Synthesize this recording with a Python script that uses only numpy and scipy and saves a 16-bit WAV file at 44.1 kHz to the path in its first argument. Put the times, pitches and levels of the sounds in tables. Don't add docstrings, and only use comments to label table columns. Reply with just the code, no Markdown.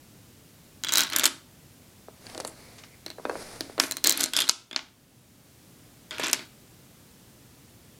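import sys
import numpy as np
from scipy import signal
from scipy.fft import rfft, irfft
from scipy.io import wavfile
from scipy.ndimage import uniform_filter1d

SR = 44100
rng = np.random.default_rng(int(sys.argv[2]) if len(sys.argv) > 2 else 0)


def unload_wav(signal):
    wavfile.write(
        sys.argv[1],
        SR,
        np.round(np.clip(np.atleast_2d(signal).T, -1, 1) * 32767).astype(np.int16),
    )


N = 352343
TIME = np.arange(N) / SR
HIT = TIME[:int(.12 * SR)]
ATTACK = int(.004 * SR)
TOP_HZ, MEDIUM_DB = 16200, -31

# t/s, level/dB, clack f/Hz, relative edge level/dB
STRIKES = [(0.8368, -26, 6440, -14.5), (0.847, -26, 3390, -11), (0.8682, -34, 3950, -24),
           (0.8717, -35.5, 3400, -18), (0.8855, -28.5, 6300, -19), (0.8919, -24.5, 3360, -20),
           (0.904, -39, 6400, -26), (0.9224, -22, 6900, -8.5), (0.932, -28, 7000, -3),
           (0.9369, -18.5, 7040, -7), (0.9564, -17.5, 5700, -10), (0.9724, -18, 6230, -8),
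           (0.981, -21.5, 4100, 0), (0.9834, -22, 3930, -1), (0.9933, -24.5, 4000, -3.5),
           (0.9978, -29, 6500, -17), (1.0064, -17.5, 6100, -9.5), (1.018, -28.5, 4200, -1.5),
           (1.0344, -25.5, 6540, -8), (1.0464, -47, 3950, -11.5), (1.067, -43.5, 3430, -5.5),
           (1.1, -37, 4230, -2), (1.124, -32.5, 4060, -16), (1.1328, -28.5, 4800, -10),
           (1.162, -17.5, 6800, -1), (1.1853, -25.5, 6510, 2), (1.1958, -23, 3440, -1.5),
           (1.2049, -32, 6000, -11), (1.2354, -23, 3250, -10), (1.238, -29, 7140, -1),
           (1.241, -18.5, 7500, -9), (1.2455, -27, 7500, -8), (1.2554, -10.5, 4220, -6),
           (1.2589, -22, 3450, 1), (1.263, -21.5, 4360, -3), (1.2649, -20, 3500, -5),
           (1.2764, -27, 3600, -3), (2.2674, -42, 4450, -16), (2.2993, -46, 4700, -25),
           (2.348, -39, 4500, -13), (2.378, -39, 4230, -3), (2.402, -38.5, 5770, -0.5),
           (2.406, -37.5, 5940, -18), (2.449, -35.5, 4600, -2), (2.476, -41.5, 7900, 5),
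           (3.0631, -34, 4120, -10.5), (3.081, -48, 4250, -28.5), (3.1024, -38, 3950, -13),
           (3.114, -51, 4300, -24), (3.2526, -45.5, 3830, -18), (3.296, -45.5, 5400, -10),
           (3.608, -27.5, 4500, -10.5), (3.78, -42, 4230, -12), (3.796, -48, 4660, -6),
           (3.7996, -12.5, 5570, -18), (3.8366, -28.5, 5540, -22), (3.9111, -27, 7360, -1),
           (3.9212, -27.5, 7000, -8), (3.9388, -49, 6000, -8), (3.9689, -31, 6600, -2.5),
           (3.982, -44, 7000, -10.5), (4.0412, -20.5, 6500, -3), (4.0453, -20, 4080, -4.5),
           (4.0579, -25.5, 3850, -19.5), (4.0679, -26.5, 6700, -2), (4.072, -11, 6700, -4),
           (4.086, -34.5, 6500, -7.5), (4.0953, -13, 7100, -2.5), (4.1064, -18, 6500, -6.5),
           (4.113, -20, 4080, -12), (4.1237, -21, 6630, -2.5), (4.175, -31.5, 4200, 8.5),
           (4.1956, -34, 5500, 1.5), (4.205, -22.5, 4270, -8.5), (4.2087, -24.5, 6200, 4.5),
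           (4.2196, -27, 6000, -9), (4.229, -31, 5000, -6), (4.234, -25, 6760, -0.5),
           (4.2393, -16.5, 5850, -6), (4.247, -36.5, 6980, -4), (4.2594, -28, 6490, -9.5),
           (4.285, -46, 5330, -7), (4.3353, -22, 3350, -8), (4.3433, -32.5, 3600, -17.5),
           (4.3494, -34, 3430, -22), (4.3655, -17, 4900, -8.5), (4.3741, -21.5, 3600, -5.5),
           (4.3866, -23, 3420, -15.5), (4.3891, -16.5, 3160, -9.5), (4.4038, -19.5, 3460, -5.5),
           (4.4103, -25, 3220, -4.5), (4.4196, -19.5, 3330, -11), (4.4258, -33, 3580, -16.5),
           (4.439, -40, 3530, -19.5), (4.4702, -42.5, 4340, -12.5), (4.479, -30, 3960, -15.5),
           (4.4898, -26, 5190, -3), (4.4944, -1.5, 4460, -14.5), (4.5105, -29.5, 4700, -0.5),
           (4.712, -35.5, 3330, -12), (4.7297, -32.5, 3420, -17), (4.746, -44, 3600, -20),
           (4.762, -11.5, 4260, -22.5), (4.776, -35, 5700, -18), (4.7919, -31, 3700, -25),
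           (6.109, -36.5, 3280, -10), (6.183, -37.5, 5200, -8), (6.1968, -37, 6000, -2),
           (6.232, -31.5, 3200, -19), (6.237, -30, 5050, -10), (6.2437, -28.5, 5900, -14),
           (6.2505, -32, 5000, -17), (6.2603, -31, 5000, -20), (6.2826, -30.5, 7000, -11),
           (6.268, -30, 7250, -10), (6.2983, -31, 5950, -16), (6.313, -42, 6120, 5),
           (6.331, -15.5, 6200, -6.5), (6.3321, -27, 7200, -4), (6.3346, -22, 4590, -12),
           (6.3443, -32, 6300, -13), (6.393, -39, 3250, -18)]
def dominoes():
    out = np.zeros((2, N))
    for (s, db, pitch_hz, edge_db), detune in zip(STRIKES, rng.uniform(-1, 1, len(STRIKES))):
        ring_hz, twist_hz, ring_db, ring_t60, top_hz, knock_db, boom_db, woody_db = group_at(s)
        force_db = db - MEDIUM_DB
        knock_db -= 0.4171 * force_db
        ring_db -= 0.3039 * force_db + 2.5 * np.log2(pitch_hz / ring_hz)
        own_hz = pitch_hz if pitch_hz < 4500 else ring_hz * (1 + 0.015 * detune)
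        tile = clack(pitch_hz, edge_db, top_hz, knock_db, boom_db, woody_db,
                     own_hz, twist_hz, ring_db, ring_t60)
        add(out, s, undb(db) * tile)
    return out


# from t/s, ring f/Hz, twisting mode f/Hz,
# ring level/dB, ring t60/s, top of the edge snap f/Hz, knock level/dB, boom level/dB, woody level/dB
TILE_GROUPS = [(0.8, 3955, 3230, 0.5, 0.034, 16000, -3, -5.5, 5),
               (1.11, 3570, 3140, -0.5, .016, 13600, -0.5, -3, 3),
               (2.2, 4500, 3850, -4.5, .006, 10800, -4, 11, -11),
               (3.0, 4360, 4430, 0.5, 0.014, 13000, -3.5, 11, -11),
               (3.5, 4500, 3900, -1.5, .007, 15000, -1, 11, -2),
               (3.75, 4070, 3830, -1, .008, 13000, 3.5, 2.5, 1),
               (3.9, 4124, 4080, -0.5, 0.022, 15300, -4.5, 1, -4.5),
               (4.15, 4250, 3600, -2, .022, 12800, -3.5, 4, 2.5),
               (4.32, 3260, 3610, 2, 0.023, 12600, -5, 0.5, 6),
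               (4.485, 4490, 4000, 1.5, .012, 12600, -1, -3, 7),
               (4.7, 3420, 3600, 4.5, .025, 11300, 2.5, 3, 0),
               (4.755, 3600, 3300, -29, .012, 11000, 4, -3, 3.5),
               (6.1, 3240, 3600, 3.5, 0.028, 12000, 0, -1.5, 3),
               (6.16, 2630, 3450, -1, 0.023, 12400, -1, -2, -1),
               (6.32, 2700, 4400, -3.5, .012, 12800, -1, 0, 0.5)]
def group_at(s):
    return TILE_GROUPS[sum(s >= group[0] for group in TILE_GROUPS[1:])][1:]


# multiple of the ring pitch, relative level/dB, share of the ring t60
TILE_MODES = [(1.001, -3, 1), (1.46, -10, 0.53), (2.06, -15, 0.72)]
def clack(pitch_hz, edge_db, top_hz, knock_db, boom_db, woody_db, ring_hz, twist_hz, ring_db, ring_t60):
    push = crack(snap_db=0, snap_t60=.007, tail_db=-11, tail_t60=.026)
    width_hz = np.interp(edge_db, [-16, 0], [1000, 2800])
    contact = signal.butter(6, np.interp(edge_db, [-26, -12], [6900, 9500]), fs=SR, output="sos")
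    resonance = signal.lfilter(*signal.iirpeak(pitch_hz, pitch_hz / width_hz, fs=SR), push)
    body = strike(signal.sosfilt(contact, band(resonance, 2700, 9300)), 0)
    snap = crack(snap_db=7, snap_t60=.006, tail_db=0, tail_t60=.022)
    edge = strike(band(snap, 7100, top_hz), edge_db + 0.5)
    knock = table_knock(knock_db, boom_db, woody_db)
    held_t60 = ring_t60 * (1 + 0.35 * rng.uniform(-1, 1))
    modes = [(ring_hz * ratio, db, held_t60 * share) for ratio, db, share in TILE_MODES]
    tone = strike(ring(modes + [(twist_hz, -8.5, held_t60)], scatter=0.014), ring_db - 0.5)
    direct = body * np.sqrt(1 - .8 * undb(2 * np.minimum(ring_db, 0))) + tone
    broad = signal.sosfilt(contact, band(1. * (HIT == 0), 2660, 7900))
    outward = strike(broad, -3.9) + undb(-5.5) * tone
    return np.array([direct, outward]) + edge + knock


def crack(snap_db, snap_t60, tail_db, tail_t60):
    snap, tail = rng.standard_normal((2, len(HIT)))
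    pulse = strike(1. * (HIT == 0), 0)
    dying = fade(HIT, snap_t60)
    return pulse + strike(snap * dying, snap_db) + strike(tail * fade(HIT, tail_t60) * (1 - dying), tail_db)


# f/Hz, relative level/dB, t60/s
TABLE_MODES = [(247, -21, 0.13), (274, -10.5, 0.074), (336.6, -6, 0.056), (372, -8, 0.04),
               (493, -23, 0.013), (634, -0.5, 0.018), (924, -7, 0.039), (1090, -7, 0.035),
               (1393, -4, 0.024), (1532, -2, 0.03), (1718, -2.5, 0.028), (2055, -4.5, 0.037),
               (2220, -1.5, 0.025), (2455, -8, 0.059)]
def table_knock(knock_db, boom_db, woody_db):
    thump = band(crack(snap_db=4, snap_t60=0.016, tail_db=-3, tail_t60=0.053), 1134, 3300)
    modes = [(hz, db + boom_db * (hz < 700) + woody_db * (1350 < hz < 1650), t60)
             for hz, db, t60 in TABLE_MODES]
    wood = band(ring(modes, scatter=0.022), 160, 4800)
    return strike(thump, knock_db - 6.5) + strike(wood, knock_db - 4.5)


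# t/s, rise/s, hold/s, rebound level/dB
COLLAPSES = [(0.866, 0.095, 0.061, -31.5), (1.102, 0.022, 0.13, -37), (1.254, 0.0045, 0.0099, -43.5),
             (3.797, 0.0034, 0.026, -46), (4.039, 0.0098, 0.06, -30.5), (4.158, 0.018, 0.038, -34.5),
             (4.326, 0.031, 0.051, -35.5), (6.11, 0.0037, 0.032, -48), (6.168, 0.037, 0.068, -37.5),
             (6.34, 0.0037, 0.013, -48.5), (6.39, .004, 0.0072, -55.5)]
def chatter(count, spread_db, edge_db, pitch_hz, settle_s):
    out = np.zeros((2, N))
    for s, rise_s, hold_s, db in COLLAPSES:
        ring_hz, twist_hz, ring_db, ring_t60, top_hz, knock_db, boom_db, woody_db = group_at(s + rise_s)
        gap_s = (rise_s + hold_s + settle_s) / count
        for k, (late, size, pitch, detune) in enumerate(rng.uniform(-1, 1, (count, 4))):
            t = gap_s * (k + (1 + late) / 2)
            tile = clack(pitch_hz * (1 + .3 * pitch), edge_db, top_hz, knock_db + 3.5, boom_db, woody_db,
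                         ring_hz * (1 + 0.03 * detune), twist_hz, ring_db - 6, ring_t60)
            gain = undb(db + spread_db * size) * swell(t, rise_s, hold_s, fall_db_per_s=208.5)
            add(out, s + t, tile * gain)
    return out


# t/s, level/dB
BUMPS = [(1.2344, -31.5), (2.084, -38), (2.354, -37.5), (2.378, -36.5), (2.392, -45), (2.4004, -30.5),
         (2.406, -39), (2.449, -29.5), (3.064, -43.5), (3.184, -36), (3.197, -37.5), (3.2527, -23),
         (3.269, -41), (3.2962, -22.5), (3.312, -33), (3.325, -37), (3.3548, -29.5), (3.608, -34.5),
         (3.697, -38.5), (3.779, -31), (3.7884, -28), (6.1964, -27.5), (6.335, -34)]
def bumps(thud_hz, tick_hz, db_per_octave):
    out = np.zeros(N)
    for s, db in BUMPS:
        bright_hz = 1070 * 2 ** ((db - MEDIUM_DB) / db_per_octave)
        place = 1 + 0.087 * rng.uniform(-1, 1)
        thud = strike(np.sin(2 * np.pi * thud_hz * place * HIT) * fade(HIT, t60=0.007), 0)
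        wood = strike(ring(TABLE_MODES, scatter=0.064), -4)
        tick = strike(np.sin(2 * np.pi * tick_hz * HIT) * fade(HIT, t60=0.0012), -1)
        soft = signal.sosfilt(signal.butter(2, bright_hz, fs=SR, output="sos"), thud + wood - tick)
        add(out, s, strike(band(band(soft, 270, 7000), 170, 6000), db))
    return out


# t/s, rise/s, hold/s, fall/(dB/s), level/dB, low f/Hz, high f/Hz
SKIDS = [(2.31, .06, 0.038, 202, -49, 402, 716), (2.467, 0.0024, 0.0064, 600, -42, 6950, 11000),
         (2.5, 0.13, 0.32, 120, -63.5, 1960, 2410), (2.479, .03, 0.19, 43, -64, 4040, 4670),
         (2.78, 0.0043, 0.0066, 600, -46.5, 750, 7000), (2.832, .005, 0.0066, 600, -47.5, 700, 5500),
         (3.257, .005, .075, 200, -40.5, 370, 620), (3.7945, .003, 0.035, 230, -34.5, 4880, 12400)]
def skids(grain_db):
    out = np.zeros(N)
    t = TIME[:SR]
    for s, rise_s, hold_s, fall, db, lo_hz, hi_hz in SKIDS:
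        roughness = undb(grain_db * grain(t, step=40))
        rasp = band(rng.standard_normal(len(t)) * roughness, lo_hz, hi_hz)
        add(out, s, level(rasp, db) * swell(t, rise_s, hold_s, fall))
    return out


# t/s, rise/s, hold/s, level/dB
RUSTLES = [(2.159, 0.11, 0.043, -48.5), (2.446, 0.17, 0.14, -57.5), (3.178, 0.2, .15, -44.5)]
# f/Hz, relative level/dB
RUSTLE_COLOUR = [(100, -4), (300, -4), (550, -1), (1000, -8.5), (2200, -9), (3000, -17), (4800, -9.5),
                 (7500, -17), (9800, -12), (16000, -38.5)]
def rustle(grain_db):
    rubbing = sum(undb(db) * swell(TIME - s, rise_s, hold_s, fall_db_per_s=44)
                  for s, rise_s, hold_s, db in RUSTLES)
    roughness = undb(grain_db * grain(TIME, step=300))
    return noise(RUSTLE_COLOUR, N) * rubbing * roughness


# f/Hz, relative level/dB
ROOM_COLOUR = [(100, -9), (245, 10.5), (345, 8), (480, -0.5), (900, 4.5), (1550, 0.5), (2600, 1), (4300, 5),
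               (7000, -1.5), (10000, 1), (16000, -23)]
def room(x, wet_db, low_t60, high_t60, first_s):
    t = TIME[:SR // 2]
    wash = noise(ROOM_COLOUR, len(t))
    low = signal.sosfilt(signal.butter(1, 3000, fs=SR, output="sos"), wash)
    onset = np.clip(t / first_s - .5, 0, 1)
    tail = (low * fade(t, low_t60) + (wash - low) * fade(t, high_t60)) * onset
    return undb(wet_db) * signal.fftconvolve(x, tail / np.linalg.norm(tail))[:N]


# f/Hz, relative level/dB
ROOM_TONE = [(15, -47), (25, -16), (114, 1), (217, -4), (249, -3), (354, -9), (863, -18), (936, -19),
             (1020, -18.5), (1100, -19.5), (1840, -20.5), (7310, -22), (13600, -24), (14800, -31.5),
             (16000, -28)]
def background(floor_db, whine_hz, whine_db):
    return undb(floor_db) * noise(ROOM_TONE, N) + level(np.sin(2 * np.pi * whine_hz * TIME), whine_db)


def ring(modes, scatter):
    hz, db, t60 = np.transpose(modes)[:, :, None]
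    size, sign, detune = rng.standard_normal((3, len(modes), 1))
    waves = np.sin(2 * np.pi * hz * (1 + scatter * detune) * HIT)
    return np.sum(undb(db + 2 * size) * np.sign(sign) * waves * fade(HIT, t60), axis=0)


def noise(colour, size):
    hz, db = np.transpose(colour)
    bins = np.maximum(np.fft.rfftfreq(size, 1 / SR), 1)
    gain = undb(np.interp(np.log(bins), np.log(hz), db))
    return level(irfft(rfft(rng.standard_normal(size)) * gain, size), 0)


def grain(t, step):
    return np.interp(t, t[::step], rng.standard_normal(len(t[::step])))


def swell(t, rise_s, hold_s, fall_db_per_s):
    building = 18 * np.clip(1 - t / rise_s, 0, 1)
    dying = fall_db_per_s * np.maximum(t - rise_s - hold_s, 0)
    return (t >= 0) * undb(-building - dying)


def fade(t, t60):
    return np.exp(-np.log(1000) * t / t60)


def band(x, lo_hz, hi_hz):
    return signal.sosfilt(signal.butter(3, [lo_hz, hi_hz], "band", fs=SR, output="sos"), x)


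def undb(db):
    return 10 ** (np.asarray(db) / 20)


def level(x, db):
    return x * undb(db) / np.sqrt(np.mean(x ** 2))


def strike(x, db):
    return x * undb(db) / np.sqrt(np.mean(x[:ATTACK] ** 2))


def add(track, s, sound):
    start = int(s * SR)
    track[..., start:start + sound.shape[-1]] += sound[..., :N - start]


def scene():
    quiet = background(floor_db=-53.5, whine_hz=14994, whine_db=-72.5)
    scuffs = rustle(grain_db=1.5) + skids(grain_db=5)
    table = bumps(thud_hz=454, tick_hz=1375, db_per_octave=13.5)
    direct, outward = dominoes() + chatter(count=48, spread_db=5, edge_db=-16.5, pitch_hz=3600, settle_s=.075)
    reflections = room(outward + table, wet_db=-14, low_t60=0.38, high_t60=0.27, first_s=0.0022)
    return (direct + table + scuffs + reflections + quiet)[None]


def gain_control(x, ceiling_db, release_db_per_s):
    power = np.maximum(uniform_filter1d(x ** 2, ATTACK // 2, axis=-1), 1e-12)
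    over = np.maximum(10 * np.log10(power) - ceiling_db, 0)
    recovery = release_db_per_s * TIME
    return x * undb(recovery - np.maximum.accumulate(over + recovery, axis=-1))


def record(dry):
    held = np.clip(gain_control(dry, ceiling_db=-9.5, release_db_per_s=8), -1, 1)
    return signal.sosfilt(signal.ellip(10, .2, 80, TOP_HZ, fs=SR, output="sos"), held)


dry = scene()
out = record(dry)
unload_wav(out)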